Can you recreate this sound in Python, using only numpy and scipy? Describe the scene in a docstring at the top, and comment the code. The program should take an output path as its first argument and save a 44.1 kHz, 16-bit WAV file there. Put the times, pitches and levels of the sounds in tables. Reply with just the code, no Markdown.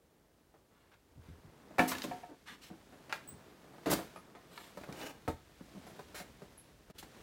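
"""A cluttered office: someone walks slowly through it, phone in hand. Shoes knock the floorboards into
shaking and scuff over grit. A loose metal sheet clanks and rocks to rest, brittle litter snaps underfoot,
and soles and small fittings squeak as they rub. All this echoes briefly in the furnished room.
Close to the microphone, clothes rustle and the hand rumbles on the phone; the building is very quiet."""
import sys
import numpy as np
from scipy import signal
from scipy.fft import rfft, irfft
from scipy.io import wavfile
from scipy.ndimage import uniform_filter1d

SR = 44100
rng = np.random.default_rng(int(sys.argv[2]) if len(sys.argv) > 2 else 0)


def store_wav(level_fs):
    """Save 16-bit WAV to argv[1]."""
    pcm = np.round(np.clip(np.atleast_2d(level_fs), -1, 1) * 32767)
    wavfile.write(sys.argv[1], SR, pcm.T.astype(np.int16))


N = 318402
TIME = np.arange(N) / SR
FREQ = np.maximum(np.arange(2049) * SR / 4096, 1)  # every filter curve has one gain for each of these Hz

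# The tones at which light, hard litter rings. Each row: pitch in Hz, width in Hz, strength in dB.
LITTER_TONES = [(910, 200, 12), (1380, 74, 10), (1720, 270, 7), (2290, 170, 5.5), (3770, 410, 5),
                (4560, 250, 2), (6800, 220, -11)]


def undb(db):
    """Turn decibels into a number to multiply by."""
    return 10 ** (np.asarray(db) / 20)


def add(out, start, sound):
    """Mix a sound into out, from a start time in seconds."""
    i = int(start * SR)
    out[i:i + len(sound)] += sound[:N - i]


def fade(t, fade_s):
    """A dying away that falls by 60 dB in fade_s seconds, the fade time."""
    return np.exp(-np.log(1000) * t / fade_s)


def wander(per_second, count):
    """A smooth random drift, mostly between -1 and 1."""
    hold = max(int(SR / per_second), 1)
    stairs = np.repeat(rng.standard_normal(count // hold + 1), hold)
    return uniform_filter1d(stairs, hold)[:count]


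def grains(count, spread_db):
    """Many tiny contacts of unequal size make a rough noise, scaled to a power of 1."""
    noise = rng.standard_normal(count) * undb(spread_db * wander(2500, count))
    return noise / np.sqrt(np.mean(noise ** 2))


def ring(sound, curve):
    """Filter a sound by the shape of a curve; white noise keeps its power."""
    cepstrum = irfft(np.log(curve / curve.max() + 1e-5))
    half = len(cepstrum) // 2
    # folding onto the first half makes the ringing come after a hit, never before it
    cepstrum[1:half] *= 2
    cepstrum[half + 1:] = 0
    response = irfft(np.exp(rfft(cepstrum)))
    return signal.fftconvolve(sound, response / np.linalg.norm(response))


def band(low_hz, high_hz, slope):
    """A filter curve that passes sound between two edges; more slope means less treble."""
    return 1 / np.sqrt((1 + (low_hz / FREQ) ** 5) * (1 + (FREQ / high_hz) ** (2 * slope)))


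def colour(points):
    """A filter curve drawn through (Hz, dB) points."""
    hz, db = np.transpose(points)
    return undb(np.interp(np.log(FREQ), np.log(hz), db))


def body(tones, patchy_db):
    """The filter curve of a struck thing: its main tones, plus ripples that differ from spot to spot."""
    peaks = sum(undb(db) ** 2 / (1 + (2 * (FREQ - hz) / width) ** 2) for hz, width, db in tones)
    ripples = np.interp(np.sqrt(FREQ), np.linspace(0, np.sqrt(SR / 2), 130), rng.standard_normal(130))
    return np.sqrt(1 + peaks) * undb(patchy_db * ripples * np.minimum(FREQ / 700, 1))


def building():
    """The air of the empty building makes a faint, steady noise."""
    # The tone of the air. Each row: frequency in Hz, relative level in dB.
    air_tone = [(18, -28), (30, -19), (55, -8), (110, -2.5), (230, -6.5), (430, -3.5), (800, -15),
                (2000, -26), (6000, -26), (15500, -27)]
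    return undb(-72) * ring(rng.standard_normal(N), colour(air_tone))[:N]


def room(sound, echo_db):
    """Cabinets and walls scatter a sound, adding a short echo to it."""
    # How long the echo lasts. Each row: frequency in Hz, fade time in seconds.
    echo_times = [(125, 0.29), (500, 0.22), (2000, 0.33), (6000, 0.25), (14000, 0.28)]
    hz, fade_times = np.transpose(echo_times)
    t = TIME[:SR * 3 // 4]
    octave = np.log2(np.maximum(np.linspace(0, SR / 2, len(t) // 2 + 1), 1))
    scatter = rfft(rng.standard_normal(len(t)))
    echo = np.zeros(len(t))
    for one_band, fade_s in zip(np.eye(len(hz)), fade_times):
        share = np.interp(octave, np.log2(hz), one_band)
        echo += irfft(scatter * share, len(t)) * fade(t, fade_s)
    echo *= np.clip((t - 0.004) / 0.004, 0, 1)  # the first bounce takes 4 ms to arrive
    return sound + undb(echo_db) * signal.fftconvolve(sound, echo / np.linalg.norm(echo))[:N]


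def clothes_and_hand():
    """Cloth folds and rubs in small uneven surges; the hand rumbles on the phone as the body moves."""
    # The walker's movement. Each row: time in seconds, then base levels in dB of rustle, hiss and rumble.
    movement = [(0.0, -72, -83, -80.5), (1.03, -73, -80.5, -78.5), (1.24, -66, -76.5, -69),
                (1.81, -59, -71, -78), (1.97, -49.5, -53.5, -75), (2.15, -53, -61.5, -73),
                (2.33, -69.5, -73.5, -76), (3.08, -59, -69, -73.5), (3.76, -59.5, -70.5, -79),
                (4.0, -59, -63, -74), (4.32, -60.5, -72.5, -77), (4.66, -62, -67, -74),
                (4.93, -55, -65, -70), (5.13, -61.5, -69.5, -68.5), (5.45, -68.5, -71, -72),
                (5.89, -56.5, -64.5, -68), (6.86, -67, -72.5, -70), (7.22, -56, -64.5, -67.5)]
    # The tones of cloth rustle, cloth hiss and hand rumble. Each row: frequency in Hz, relative dB.
    rustle_tone = [(60, -33.5), (130, 2.5), (300, 2), (550, -3), (1000, -7.5), (2000, -15), (4000, -40),
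                   (12000, -34.5)]
    hiss_tone = [(500, -6), (1500, 6), (3500, 4), (7000, -2), (15000, -10)]
    rumble_tone = [(18, -18), (35, -3.5), (52, 1.5), (90, -1.5), (150, -14.5), (400, -42.5)]
    times, *levels = np.transpose(movement)
    rustle_db, hiss_db, rumble_db = (np.interp(TIME, times, level) for level in levels)
    folds = wander(28, N)
    rustle = ring(grains(N, spread_db=4) * undb(rustle_db + 1.4 * folds), colour(rustle_tone))
    hiss = ring(grains(N, spread_db=2) * undb(hiss_db + 0.42 * folds + 2), colour(hiss_tone))
    rumble = ring(rng.standard_normal(N) * undb(rumble_db + 3), colour(rumble_tone))
    return (rustle + hiss + rumble)[:N]


def squeaks():
    """A brief rub wakes one thin, high tone and a weaker one above it."""
    # Soles and small fittings rubbing. Each row: start in seconds, level in dB, pitch in Hz, width in Hz.
    rubs = [(2.479, -49, 1800, 350), (3.272, -48.5, 8070, 130), (4.156, -62, 10900, 900),
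            (4.976, -65, 8300, 150), (5.874, -67, 11000, 700), (6.574, -55, 10700, 900)]
    out, count = np.zeros(N), int(0.052 * SR)
    swell = np.interp(np.linspace(0, 1, count), [0, 0.08, 1], [0, 1, 0.1])
    for start, db, hz, width_hz in rubs:
        rub = rng.standard_normal(count) * swell
        tone, overtone = (1 / (1 + (2 * (FREQ - centre) / width_hz) ** 2) for centre in (hz, hz * 1.92))
        add(out, start, undb(db) * ring(rub, tone + undb(-4.5) * overtone))
    return out


def snaps():
    """Brittle bits break with one sharp crack that rings the litter around them."""
    # Bits breaking underfoot. Each row: start in seconds, level in dB, pitch in Hz.
    breaks = [(1.931, -44, 1950), (1.951, -39.5, 1490), (1.984, -42.5, 4000), (2.020, -37.5, 3100),
              (2.040, -43, 3900), (3.126, -31, 2170), (4.577, -44, 1950), (4.926, -49.5, 4050),
              (5.014, -44.5, 2410), (6.084, -61, 2670)]
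    out, t = np.zeros(N), TIME[:SR // 10]
    for start, db, hz in breaks:
        crack = rng.standard_normal(len(t)) * fade(t, fade_s=0.029)
        crack[0] += 10  # the break itself is a single spike
        curve = band(hz / 1.8, hz * 1.8, slope=2.6) * body(LITTER_TONES, patchy_db=6)
        add(out, start, undb(db) * ring(crack, curve))
    return out


def clanks():
    """The metal sheet rings with the same tones at each blow; where it is hit sets their balance."""
    # Blows on the sheet. Each row: start in seconds, level in dB, bass change in dB,
    # treble change in dB, seconds until it touches down again.
    blows = [(1.7835, -26.5, -22, -6, 0.092), (1.7932, -25.5, 1.5, 3, 0.091),
             (1.8115, -31.5, -5.5, -23, 0.052), (2.041, -45, 11, -25, 0.069),
             (2.113, -33.5, -13, -12, 0.055), (2.232, -40.5, -21, -11.5, 0.072)]
    # The sheet's own tones. Each row: pitch in Hz, relative level in dB, fade time in seconds.
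    sheet_tones = [(173, -8.5, 0.28), (202, -13.5, 0.2), (259.5, -6, 0.56), (315, -10.5, 0.29),
                   (343.5, -13.5, 0.37), (392, -20, 0.46), (459, -18.5, 0.65), (508, -11.5, 0.22),
                   (555, -6, 0.074), (683, -24, 0.26), (722, -2, 0.27), (800, -16.5, 0.25),
                   (923, -10.5, 0.2), (1330, -20, 0.17), (1306, -16, 0.19), (1660, -12, 0.12),
                   (1727, -7.5, 0.11), (1750, -19, 0.11), (1792, -8.5, 0.11), (2300, -3.5, 0.042),
                   (2373, -6.5, 0.042), (2630, -11, 0.071), (2940, -22, 0.18)]
    out, t = np.zeros(N), TIME[:SR]
    hz, tone_db, fade_times = np.transpose(sheet_tones)
    direction = (-1.0) ** np.arange(len(hz))  # neighbouring tones push the air opposite ways
    choke_db = np.interp(hz, [350, 685, 780, 920], [-0.5, -7, -17, 1])  # landing mutes the middle tones
    for start, db, bass_db, treble_db, free_s in blows:
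        bent_time = np.cumsum(1 + 0.007 * wander(45, len(t))) / SR  # the shifting support bends the pitch
        tones = np.sin(2 * np.pi * hz[:, None] * bent_time) * fade(t, fade_times[:, None])
        landed = np.clip((t - free_s) / 0.0065, 0, 1)
        tones *= undb(np.outer(choke_db, landed))
        balance_db = np.interp(hz, [400, 724, 950, 1710], [bass_db, 0, 0, treble_db])
        strengths = direction * undb(db + tone_db + balance_db)
        chatter = undb(2.1 * wander(157, len(t)))  # the loose sheet buzzes against the floor
        add(out, start, (strengths @ tones) * chatter)
    return out


def slide(length_s, peak_at, low_hz, db_per_octave):
    """A sole catches and slips on grit: a grainy swell that ends as the foot stops."""
    count = int(length_s * SR)
    pressure = np.interp(np.linspace(0, 1, count), [0, peak_at, 1], [0, 1, 0]) ** 0.64
    slips = grains(count, spread_db=1) * undb(2.04 * wander(127, count))
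    tilt = undb(db_per_octave * np.log2(np.maximum(FREQ / low_hz, 1)))
    curve = band(low_hz, SR, slope=1.6) * tilt * body([], patchy_db=3)
    return ring(slips * pressure, curve)


def treads():
    """Weight settles on the boards in a short, dull swell."""
    # Soft steps. Each row: start in seconds, level in dB, low edge of the sound in Hz.
    soft_steps = [(1.152, -51.5, 84), (1.262, -52, 90), (1.430, -57.5, 80), (2.28, -51.5, 344),
                  (2.488, -58.5, 205), (3.299, -53, 131), (5.735, -49.5, 200)]
    out = np.zeros(N)
    for start, db, low_hz in soft_steps:
        add(out, start, undb(db) * slide(length_s=0.073, peak_at=0.4, low_hz=low_hz, db_per_octave=-12.5))
    return out


def scuffs():
    """Soles slide over the floor: a quick scrape bites at once, a long drag builds up."""
    # Sliding soles. Each row: start in seconds, length in seconds, level in dB, low edge in Hz,
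    # treble tilt in dB per octave.
    drags = [(0.698, .27, -71, 1000, -9), (0.914, .052, -63, 1090, -10), (1.201, .16, -68.5, 1200, -7.5),
             (1.875, 0.067, -36.5, 500, -0.5), (2.028, 0.035, -47.5, 2480, -2),
             (2.456, 0.11, -50, 1210, -8.5), (2.61, .1, -57, 1710, -6), (3.123, 0.058, -47, 700, -5.5),
             (3.896, 0.036, -37, 1500, 0), (3.91, 0.043, -33, 3020, -1), (4.499, 0.23, -55.5, 590, -4),
             (4.928, 0.2, -44.5, 318, -5.5), (6.145, 0.088, -44, 850, -3.5),
             (6.981, 0.037, -50, 2350, -3.5)]
    # When a slide presses hardest. Each row: length in seconds, place of the peak from 0 (start) to 1 (end).
    peak_places = [(.05, 0.17), (.09, 0.11), (.12, 0.4), (.19, .7), (.26, 0.26)]
    out = np.zeros(N)
    for start, length_s, db, low_hz, db_per_octave in drags:
        peak_at = np.interp(length_s, *np.transpose(peak_places))
        add(out, start, undb(db) * slide(length_s, peak_at, low_hz, db_per_octave))
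    return out


def shake(t, fade_s):
    """One push, and the rattle that it leaves."""
    rattle = 1.096 * rng.choice([-1.0, 1.0], len(t)) * fade(t, fade_s)
    rattle[0] += 8  # the push
    return rattle


def knocks():
    """A blow shakes the boards and crushes grit; a heavy one also brings out a thump of the whole floor."""
    # Heels, soles and bumped clutter. Each row: start in seconds, level in dB, pitch in Hz,
    # fade time of the shaking in seconds, grit level in dB relative to the blow.
    blows = [ (0.541, -61.5, 454, 0.24, -22), (1.708, -50, 332, 0.091, -27), (1.783, -31.5, 640, 0.24, -10),
             (1.792, -27, 794, .12, -14.5), (1.918, -34, 1090, 0.12, -15.5), (2.041, -39, 398, 0.071, -12),
             (2.702, -47.5, 263, 0.24, -36), (2.925, -55, 437, 0.24, -18), (3.096, -47.5, 970, 0.37, -15),
             (3.126, -38.5, 1100, .06, -22), (3.736, -53.5, 368, .2, -14), (3.783, -49.5, 670, 0.026, -26),
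             (3.859, -31, 424, 0.35, -15), (3.901, -31, 610, 0.11, -18), (3.917, -27.5, 430, .15, -10),
             (3.931, -33, 258, 0.13, -10), (3.990, -40.5, 487, 0.14, -22.5), (4.161, -47, 770, 0.13, -32),
             (4.351, -53, 800, 0.16, -29), (4.773, -41.5, 450, 0.08, -14.5), (4.812, -49, 250, 0.091, -11),
             (4.836, -47, 760, 0.077, -10.5), (4.889, -42.5, 290, 0.12, -24), (4.924, -43, 169, .07, -16),
             (5.252, -56, 170, 0.097, -9), (5.278, -27, 360, .1, -19.5), (5.607, -44.5, 198, 0.073, -28),
             (5.867, -49.5, 480, .08, -7), (5.992, -44, 378, 0.096, -14), (6.145, -47, 563, .08, -6),
             (6.201, -45, 380, 0.099, -14), (6.420, -43.5, 288, .07, -20), (6.900, -51, 340, 0.092, -11),
             (7.028, -46, 473, 0.047, -5.5)]
    # The tones of the floor and its cabinets. Each row: pitch in Hz, width in Hz, strength in dB.
    floor_tones = [(135, 78, 6), (182, 21, 11.5), (332, 58, 5), (568, 120, 3.5), (734, 39, 2.5),
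                   (870, 24, 0), (1255, 43, 3.5), (1502, 45, 3.5), (1830, 34, 3), (2310, 49, -21)]
    heavy_db, thump_delay_s = -28, 0.00427
    out, t = np.zeros(N), TIME[:SR // 3]
    for start, db, hz, fade_s, grit_db in blows:
        pitch_band = band(hz / 1.85, hz * 1.85, slope=2.09)
        boards = ring(shake(t, fade_s), pitch_band * body(floor_tones, patchy_db=3.5))
        crush = grains(len(t), spread_db=2) * fade(t, fade_s * 1.75)
        grit = ring(crush, band(1110, 5000, slope=0.77) * body(LITTER_TONES, patchy_db=2))
        add(out, start, undb(db) * (boards + undb(grit_db) * grit))
        thump = ring(shake(t, fade_s=0.15), band(57.7, 149, slope=2.25))
        thump_db = db - 13.5 + 0.72 * (db - heavy_db)  # the thump grows faster than the blow
        add(out, start + thump_delay_s, undb(thump_db) * thump)
    return out


def scene():
    """Everything on the floor echoes in the room; the clothes and hand are right at the phone."""
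    steps = room(knocks() + scuffs() + treads() + squeaks(), echo_db=-10.5)
    litter = room(snaps(), echo_db=-9)
    metal = room(clanks(), echo_db=-11)
    return (steps + litter + metal + clothes_and_hand() + building())[None]


def record(dry):
    """The microphone loses the deepest bass, the level dips briefly, and the highest treble is cut."""
    # The brief dip in level. Each row: time in seconds, level change in dB.
    dip_points = [(6.912, 0), (6.925, -18), (6.935, -16), (6.955, 0)]
    dip = undb(np.interp(TIME, *np.transpose(dip_points)))
    bass_cut = signal.butter(2, 34, "high", fs=SR, output="sos")
    treble_cut = signal.ellip(10, 0.2, 60, 15900, fs=SR, output="sos")
    return signal.sosfilt(treble_cut, signal.sosfilt(bass_cut, dry) * dip)


dry = scene()
out = record(dry)
store_wav(out)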